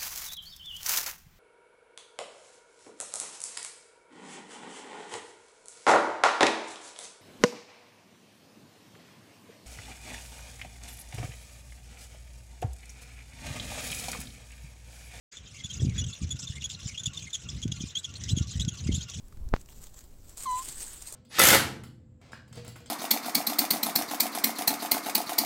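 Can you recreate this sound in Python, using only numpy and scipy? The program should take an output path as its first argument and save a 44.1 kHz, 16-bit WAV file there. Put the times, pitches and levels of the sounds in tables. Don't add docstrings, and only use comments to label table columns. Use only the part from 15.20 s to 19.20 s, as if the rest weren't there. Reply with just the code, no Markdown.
import sys
import numpy as np
from scipy import signal
from scipy.fft import rfft, irfft
from scipy.io import wavfile

SR = 44100
rng = np.random.default_rng(int(sys.argv[2]) if len(sys.argv) > 2 else 0)


def transcribe(signal):
    frames = np.atleast_2d(signal).T
    limited = np.clip(frames, -1, 1)
    pcm = np.round(limited * 32767).astype(np.int16)
    wavfile.write(sys.argv[1], SR, pcm)


N = 176400
TOP_HZ = 15650


def undb(db):
    return 10 ** (np.asarray(db) / 20)


def unit(x):
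    return x / np.sqrt(np.mean(x ** 2))


def colour(x, spectrum):
    hz, db = np.array(spectrum).T
    f = np.maximum(np.fft.rfftfreq(len(x), 1 / SR), 1)
    return unit(irfft(rfft(x) * undb(np.interp(np.log(f), np.log(hz), db)), len(x)))


def noise(spectrum):
    return colour(rng.standard_normal(N), spectrum)


def wander(rate):
    f = np.fft.rfftfreq(N, 1 / SR)
    f = f[f < 2000]
    re, im = rng.standard_normal((2, len(f)))
    return unit(irfft((re + 1j * im) * np.exp(-(2 * f / rate) ** 2), N))


def add(out, start, x):
    i = int(np.clip(start * SR, 0, N))
    out[i:i + len(x)] += x[:N - i]


def envelope(length, attack_s, release_s):
    t = np.arange(int((length + 10 * release_s) * SR)) / SR
    return t, np.minimum(t / attack_s, 1) * np.exp(-np.maximum(t - length, 0) / release_s)


def piece(x, start, t):
    return np.take(x, int(start * SR) + np.arange(len(t)), mode="wrap")


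def stick_slip(hz, overtone_db, scatter=0, harmonics_db=(-7.5, -23, -37)):
    phase = 2 * np.pi * np.cumsum(hz) / SR + scatter
    upper = sum(undb(db) * np.sin(k * phase) * (k * hz < SR / 2) for k, db in enumerate(harmonics_db, 2))
    return np.sqrt(2) * (np.sin(phase) + undb(overtone_db) * upper)


# freq_hz, level_db
HUSH_SPECTRUM = [(30, 17.5), (90, -21), (250, -5), (500, -5.5), (850, -13), (1300, -10), (2000, -9),
                 (3200, -5), (4600, -21), (7000, -10), (9000, -44), (15000, -41)]


def hush(level_db=-55):
    return noise(HUSH_SPECTRUM) * undb(level_db + 1.9 * wander(42))


# freq_hz, level_db
WIND_SPECTRUM = [(20, -40), (36, -36), (55, -3), (85, -0.5), (125, -3), (200, -12), (300, -25), (480, -36),
                 (900, -53), (2000, -95)]
# time_s, level_db
GUSTS = [(.1, -78), (.2, -56), (.4, -51.5), (.56, -45.5), (.66, -29.5), (.78, -36.5), (.9, -40.5),
         (.97, -57), (1.05, -36), (1.18, -48.5), (1.32, -46.5), (1.55, -48), (1.7, -51), (1.97, -47),
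         (2.15, -57.5), (2.37, -43), (2.6, -37), (2.7, -51), (2.86, -55.5), (3.0, -41.5), (3.17, -34.5),
         (3.3, -40.5), (3.42, -35.5), (3.57, -43), (3.72, -31), (3.86, -53.5), (4.0, -45.5)]


def wind(gain_db=2.5, flicker_db=3.5):
    gust_db = np.interp(np.arange(N) / SR, *np.array(GUSTS).T)
    return noise(WIND_SPECTRUM) * undb(gain_db + gust_db + flicker_db * wander(38))


# freq_hz, level_db
FRICTION_SPECTRUM = [(500, -13.5), (1000, -12.5), (2000, -8.5), (2600, -4), (3300, 5.5), (4000, 2),
                     (4700, 0.5), (5700, 6), (7400, 5), (8600, -11), (10500, -15), (12500, -24),
                     (15500, -23)]
# start_s, length_s, level_db
RUB_STROKES = [(0.11, 0.045, -48), (0.275, 0.086, -53), (0.34, 0.055, -49), (0.454, 0.024, -49),
               (0.49, 0.094, -45), (0.601, 0.059, -45), (0.731, 0.084, -46), (0.863, 0.046, -44),
               (0.932, 0.047, -48.5), (1.012, 0.033, -43), (1.068, 0.0057, -53), (1.156, 0.015, -43.5),
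               (1.189, 0.014, -39), (1.218, 0.011, -38), (1.238, 0.013, -39.5), (1.277, 0.059, -47),
               (1.353, 0.02, -44), (1.408, 0.015, -43.5), (1.491, 0.06, -42.5), (1.589, 0.074, -44.5),
               (1.67, 0.024, -38), (1.711, 0.036, -52), (1.932, .095, -43.5), (2.04, 0.037, -50),
               (2.191, 0.048, -48.5), (2.287, 0.037, -45), (2.342, 0.048, -49), (2.549, 0.097, -43.5),
               (2.652, 0.058, -46), (2.828, 0.03, -44.5), (2.89, 0.015, -46), (2.954, 0.017, -41.5),
               (3.007, .055, -46), (3.073, 0.046, -42.5), (3.148, 0.096, -48), (3.27, 0.11, -43),
               (3.53, .025, -44), (3.57, .038, -42), (3.637, 0.023, -45.5), (3.666, 0.011, -36.5),
               (3.712, .13, -44.5), (3.881, 0.12, -42)]


def rubbing(idle_db=-54, grit_db=-6, skid_db=-23, skid_s=0.01, slips_per_s=6700):
    pressure = np.full(N, undb(idle_db))
    for start, length, db in RUB_STROKES:
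        _, env = envelope(length, attack_s=0.0024, release_s=0.0061)
        add(pressure, start, undb(db) * env)
    for start, length, db, *_ in TURN_SQUEAKS + ROCKING_SQUEAKS:
        _, env = envelope(length + skid_s, skid_s, skid_s)
        add(pressure, start - skid_s / 2, undb(db + skid_db) * env)
    slips = (rng.random(N) < slips_per_s / SR) * rng.choice([-1, 1], N)
    sizes = undb(1.7 * np.minimum(rng.exponential(size=N), 3))
    spectrum = rfft(colour(slips * sizes, FRICTION_SPECTRUM) + noise(FRICTION_SPECTRUM))
    f = np.fft.rfftfreq(N, 1 / SR)
    centres, width = np.linspace(0, TOP_HZ, 27, retstep=True)
    grit = np.zeros(N)
    for hz in centres:
        band = np.maximum(1 - np.abs(f - hz) / width, 0)
        grit += irfft(spectrum * band, N) * undb(6 * wander(81))
    flicker_db = 3 * np.tanh(wander(180))
    return pressure * (unit(grit) * undb(grit_db + flicker_db) + chirps())


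def chirps(count=1100, centre_hz=3210, typical_s=0.0048, gain_db=-14):
    out, jitter = np.zeros(N), wander(1050)
    starts = rng.random(count) * N / SR
    for start, (pitch, bend, size, span) in zip(starts, rng.standard_normal((count, 4)).clip(-2, 2)):
        length = typical_s * np.exp(0.726 * span)
        t, env = envelope(length, attack_s=length / 2, release_s=0.0013)
        glide = 0.0418 * bend * np.minimum(t / length, 1)
        hz = centre_hz * np.exp(0.14 * pitch + glide + 0.015 * piece(jitter, start, t))
        add(out, start, undb(3.9 * size) * env * stick_slip(hz, overtone_db=-1.5))
    return unit(out) * undb(gain_db)


# freq_hz, level_db
SAND_SPECTRUM = [(300, -55), (800, -15), (1200, 7.5), (1700, 15.5), (2500, 16), (4000, -22), (9000, -50),
                 (15000, -58)]
# start_s, length_s, level_db
STEPS = [(0.11, 0.027, -54.5), (0.741, 0.046, -51.5), (2.138, 0.01513, -59)]


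def steps():
    weight = np.zeros(N)
    for start, length, db in STEPS:
        _, env = envelope(length, attack_s=0.017, release_s=0.02)
        add(weight, start, undb(db) * env)
    return weight * noise(SAND_SPECTRUM) * undb(2 * wander(300))


# start_s, length_s, level_db, pitch_hz, glide_hz, overtone_db, roughness
ROCKING_SQUEAKS = [(0.159, 0.03, -53, 3400, -3.5, -5, 0.8), (0.266, 0.016, -52, 3180, 0, -15, 0.3),
                   (0.399, 0.011, -43, 3310, -8, -12, 0.4), (0.497, 0.021, -40, 3170, 47, -1, 0.25),
                   (0.594, 0.012, -41, 3310, 0, -25, 0.2), (0.817, 0.012, -42, 2890, -4.5, -9, 0.04),
                   (0.838, 0.011, -40, 3240, -11, 1, 0.6), (0.924, 0.019, -44, 3360, 200, -12, 0.2),
                   (1.268, 0.014, -39, 3574, -120, -3, 0.4), (1.42, 0.016, -44.5, 2900, -63, -1, 0.68),
                   (1.493, 0.025, -45, 3372, -3, -4, 1.1), (1.742, 0.019, -43.5, 2830, 5, -4, 0.46),
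                   (1.792, 0.015, -38, 3430, 86, 3, 0.33), (1.833, 0.0087, -39.5, 3254, 0, 12, 0.93),
                   (1.855, 0.0143, -29.5, 3353, 151, 4.5, 0.38), (1.872, 0.011, -42.5, 2870, -150, -1, 0.4),
                   (1.971, 0.0075, -36.5, 3580, -75, 1, 0.3), (2.14, 0.02, -34, 3397, -130, 4, 0.56),
                   (2.286, 0.01, -39, 3210, 304, -25, 0.3), (2.516, 0.0094, -33, 3300, -9, 1.5, 0.63),
                   (2.601, .013, -41.5, 3260, 0, -10, 0.4), (2.765, 0.014, -27.5, 3226, 230, -5, 0),
                   (2.779, 0.021, -44.5, 3940, -130, 8, .5), (2.841, 0.015, -32.5, 3320, -26, -2, 0.27),
                   (3.104, 0.023, -41.5, 3890, 165, 3, 0.17), (3.164, 0.026, -40.5, 3332, -2, 7, 0.36),
                   (3.179, .01, -33, 3290, -68, 1.5, 0.54), (3.414, 0.013, -35.5, 3770, 283, -1.5, 0.2),
                   (3.48, 0.014, -36.5, 3320, -130, 6, 0.58), (3.717, 0.013, -37, 3270, -58, -10, 0.54),
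                   (3.805, 0.014, -39.5, 3193, -11, 1, 0.28)]
# start_s, length_s, level_db, pitch_hz, glide_hz, overtone_db, roughness, whistle_db
TURN_SQUEAKS = [(0.436, 0.027, -39.5, 3355, 116, 2, 0.36, -63.5),
                (0.778, 0.027, -33, 3390, 12, 2, 0.19, -63.5),
                (1.104, 0.025, -36, 3435, -45, 5.5, 0.25, -63),
                (1.438, 0.024, -34.5, 3375, -31, 4.5, 0.22, -63.5),
                (1.774, 0.013, -33.5, 3280, 92, -4.5, 0.23, -61),
                (2.129, 0.011, -35.5, 3414, 325, 3.5, 0.38, -63.5),
                (2.424, 0.018, -35.5, 3224, 52, -0.5, 0.43, -63),
                (2.751, .013, -29.5, 3167, 75, -3, 0.2, -63.5),
                (3.082, 0.023, -37.5, 3090, 325, -1, 0.68, -60.5),
                (3.395, 0.023, -36.5, 3192, 396, 1, 0.88, -59),
                (3.738, 0.028, -41, 3304, 398, 10.5, 0.58, -65)]


def squeaks(jitter_hz=233, flutter_db=5, rasp_db=-3.5):
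    out, jitter, flutter, rasp = np.zeros(N), wander(1150), wander(500), noise(FRICTION_SPECTRUM)
    scatter = 0.11 * wander(2500)
    for start, length, db, pitch, glide, overtone_db, rough, *_ in TURN_SQUEAKS + ROCKING_SQUEAKS:
        t, env = envelope(length, attack_s=0.0043, release_s=0.0013)
        progress = np.minimum(t / length, 1)
        hz = pitch + glide * progress + rough * jitter_hz * piece(jitter, start, t)
        tone = stick_slip(hz, overtone_db, piece(scatter, start, t))
        hiss = rough * undb(rasp_db) * piece(rasp, start, t)
        swell_db = 2.5 * (np.sin(np.pi * progress) - 1)
        gain = undb(db + swell_db + rough * flutter_db * piece(flutter, start, t))
        add(out, start, gain * env * (tone + hiss))
    return out


RING_HZ, HUM_HZ = 8740, 1145
# offset_s, length_s, from_hz, to_hz, level_db, overtone_db
WHISTLES = [(.11, 0.045, 1420, 1350, -2.5, 14), (.02, 0.058, 1540, 1480, -6.5, -24),
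            (-.12, 0.042, RING_HZ, RING_HZ, -1.5, -30), (.125, 0.061, HUM_HZ, HUM_HZ, -3.5, -20),
            (-.1, 0.03, HUM_HZ, HUM_HZ, -2.5, -20)]


def whistles(vary_hz=20, waver_hz=35, flutter_db=4, vary_s=0.004):
    out, jitter, flutter = np.zeros(N), wander(340), wander(130)
    for turn_start, *_, turn_db in TURN_SQUEAKS:
        for offset, length, from_hz, to_hz, db, overtone_db in WHISTLES:
            t, env = envelope(length, attack_s=length / 3, release_s=0.0019)
            ends_hz = rng.normal([from_hz, to_hz], vary_hz)
            start = rng.normal(turn_start + offset, vary_s)
            hz = np.interp(t, [0, length], ends_hz) + waver_hz * piece(jitter, start, t)
            gain = undb(turn_db + db + flutter_db * piece(flutter, start, t))
            add(out, start, gain * env * stick_slip(hz, overtone_db))
    return out


# start_s, length_s, level_db, from_hz, to_hz
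CREAKS = [(0.343, .07, -56.5, 2300, 2120), (0.674, 0.06, -57.5, 2490, 2100), (1.02, .025, -54, 2340, 2400),
          (1.319, 0.053, -63, 1780, 2020), (1.363, 0.02, -48, 2080, 2160), (1.677, 0.045, -51, 2340, 2200),
          (2.021, 0.0081, -52.5, 2400, 2480), (2.064, 0.017, -48, 2080, 2220),
          (2.361, .045, -62, 1870, 2120), (3.008, 0.068, -57, 1830, 2050),
          (3.329, 0.092, -62.5, 1780, 2080), (3.674, 0.035, -52.5, 2085, 2200)]


def creaks(waver_hz=114.4, flutter_db=4, overtone_db=-13.5):
    out, jitter, flutter = np.zeros(N), wander(820), wander(330)
    for start, length, db, from_hz, to_hz in CREAKS:
        t, env = envelope(length, attack_s=0.0043, release_s=0.004)
        hz = np.interp(t, [0, length], [from_hz, to_hz]) + waver_hz * piece(jitter, start, t)
        gain = undb(db + flutter_db * piece(flutter, start, t))
        add(out, start, gain * env * stick_slip(hz, overtone_db, harmonics_db=(0, 0, 0)))
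    return out


# centre_s, level_db, pitch_hz
BUFFETS = [(.451, -33, 120), (0.603, -39, 276), (.621, -33, 322), (.636, -30, 141), (.650, -21, 180),
           (0.671, -21, 153), (0.72, -27.5, 100), (0.865, -25, 94), (1.02, -28.5, 156), (1.036, -26, 143),
           (1.051, -31, 108), (1.304, -28.5, 101), (1.662, -27, 113), (1.878, -26.5, 112),
           (2.457, -22, 193), (2.522, -31, 145), (2.61, -30, 170), (2.64, -27.5, 178), (3.136, -18.5, 113),
           (3.175, -21, 175), (3.214, -22.5, 159), (3.359, -23, 102), (3.481, -21.5, 150),
           (3.666, -24.5, 105), (3.693, -18, 199.8), (3.714, -23, 75.4), (3.782, -25, 127)]


def buffets(gain_db=4.5, width_cycles=0.25):
    out, t = np.zeros(N), np.arange(N) / SR
    for centre, db, hz in BUFFETS:
        cycles = (t - centre) * hz
        near = np.abs(cycles) < 10
        thump = np.sin(2 * np.pi * cycles[near]) / np.cosh(cycles[near] / width_cycles)
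        out[near] += undb(db + gain_db) * thump
    return out


# start_s, level_db
TICKS = [(.696, -45.5), (1.092, -49), (1.814, -56), (1.934, -48.5), (2.105, -47.5), (2.418, -47),
         (2.479, -45.5), (2.939, -45.5), (3.037, -39.5), (3.228, -49), (3.449, -41), (3.899, -40)]


def ticks(gain_db=5):
    force = np.zeros(N)
    _, click = envelope(0.00072, attack_s=0.000056, release_s=0.003)
    for start, db in TICKS:
        add(force, start, undb(db + gain_db) * click)
    return force * noise(FRICTION_SPECTRUM)


# start_s, length_s, level_db, centre_hz
RASPS = [(1.189, .01, -43, 5300), (1.229, 0.011, -42, 5400), (1.861, 0.0081, -44.5, 4800),
         (2.953, 0.018, -47, 4160), (3.036, 0.0051, -34.5, 6000), (3.278, .055, -52, 4130)]


def rasps(relative_width=0.082):
    out = np.zeros(N)
    for start, length, db, hz in RASPS:
        t, env = envelope(length, attack_s=0.0029, release_s=0.0033)
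        band = rng.standard_normal(len(t))
        for q in (1 / relative_width, 0.5 / relative_width):
            band = signal.lfilter(*signal.iirpeak(hz, q, SR), band)
        add(out, start, undb(db) * env * unit(band))
    return out


def ground_echo(direct, level_db=-7.5, decay_s=0.0096):
    t = np.arange(SR // 2) / SR
    scatter = rng.standard_normal(len(t)) * np.exp(-t / decay_s)
    return undb(level_db) * signal.fftconvolve(direct, scatter / np.linalg.norm(scatter))[:N]


def scene():
    rods = squeaks() + creaks() + whistles() + rubbing() + rasps() + ticks()
    return (rods + ground_echo(rods) + hush() + steps() + wind() + buffets())[None]


def record(dry):
    open_s, fade_s, low_cut_hz = 0.114, 0.018, 42
    opening = np.clip((np.arange(N) / SR - open_s) / fade_s, 0, 1)
    f = np.fft.rfftfreq(N, 1 / SR)
    thinned = irfft(rfft(dry) * f ** 4 / np.hypot(f ** 4, low_cut_hz ** 4), N)
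    high_cut = signal.ellip(10, 0.2, 80, TOP_HZ, fs=SR, output="sos")
    return signal.sosfilt(high_cut, thinned * opening)


dry = scene()
out = record(dry)
transcribe(out)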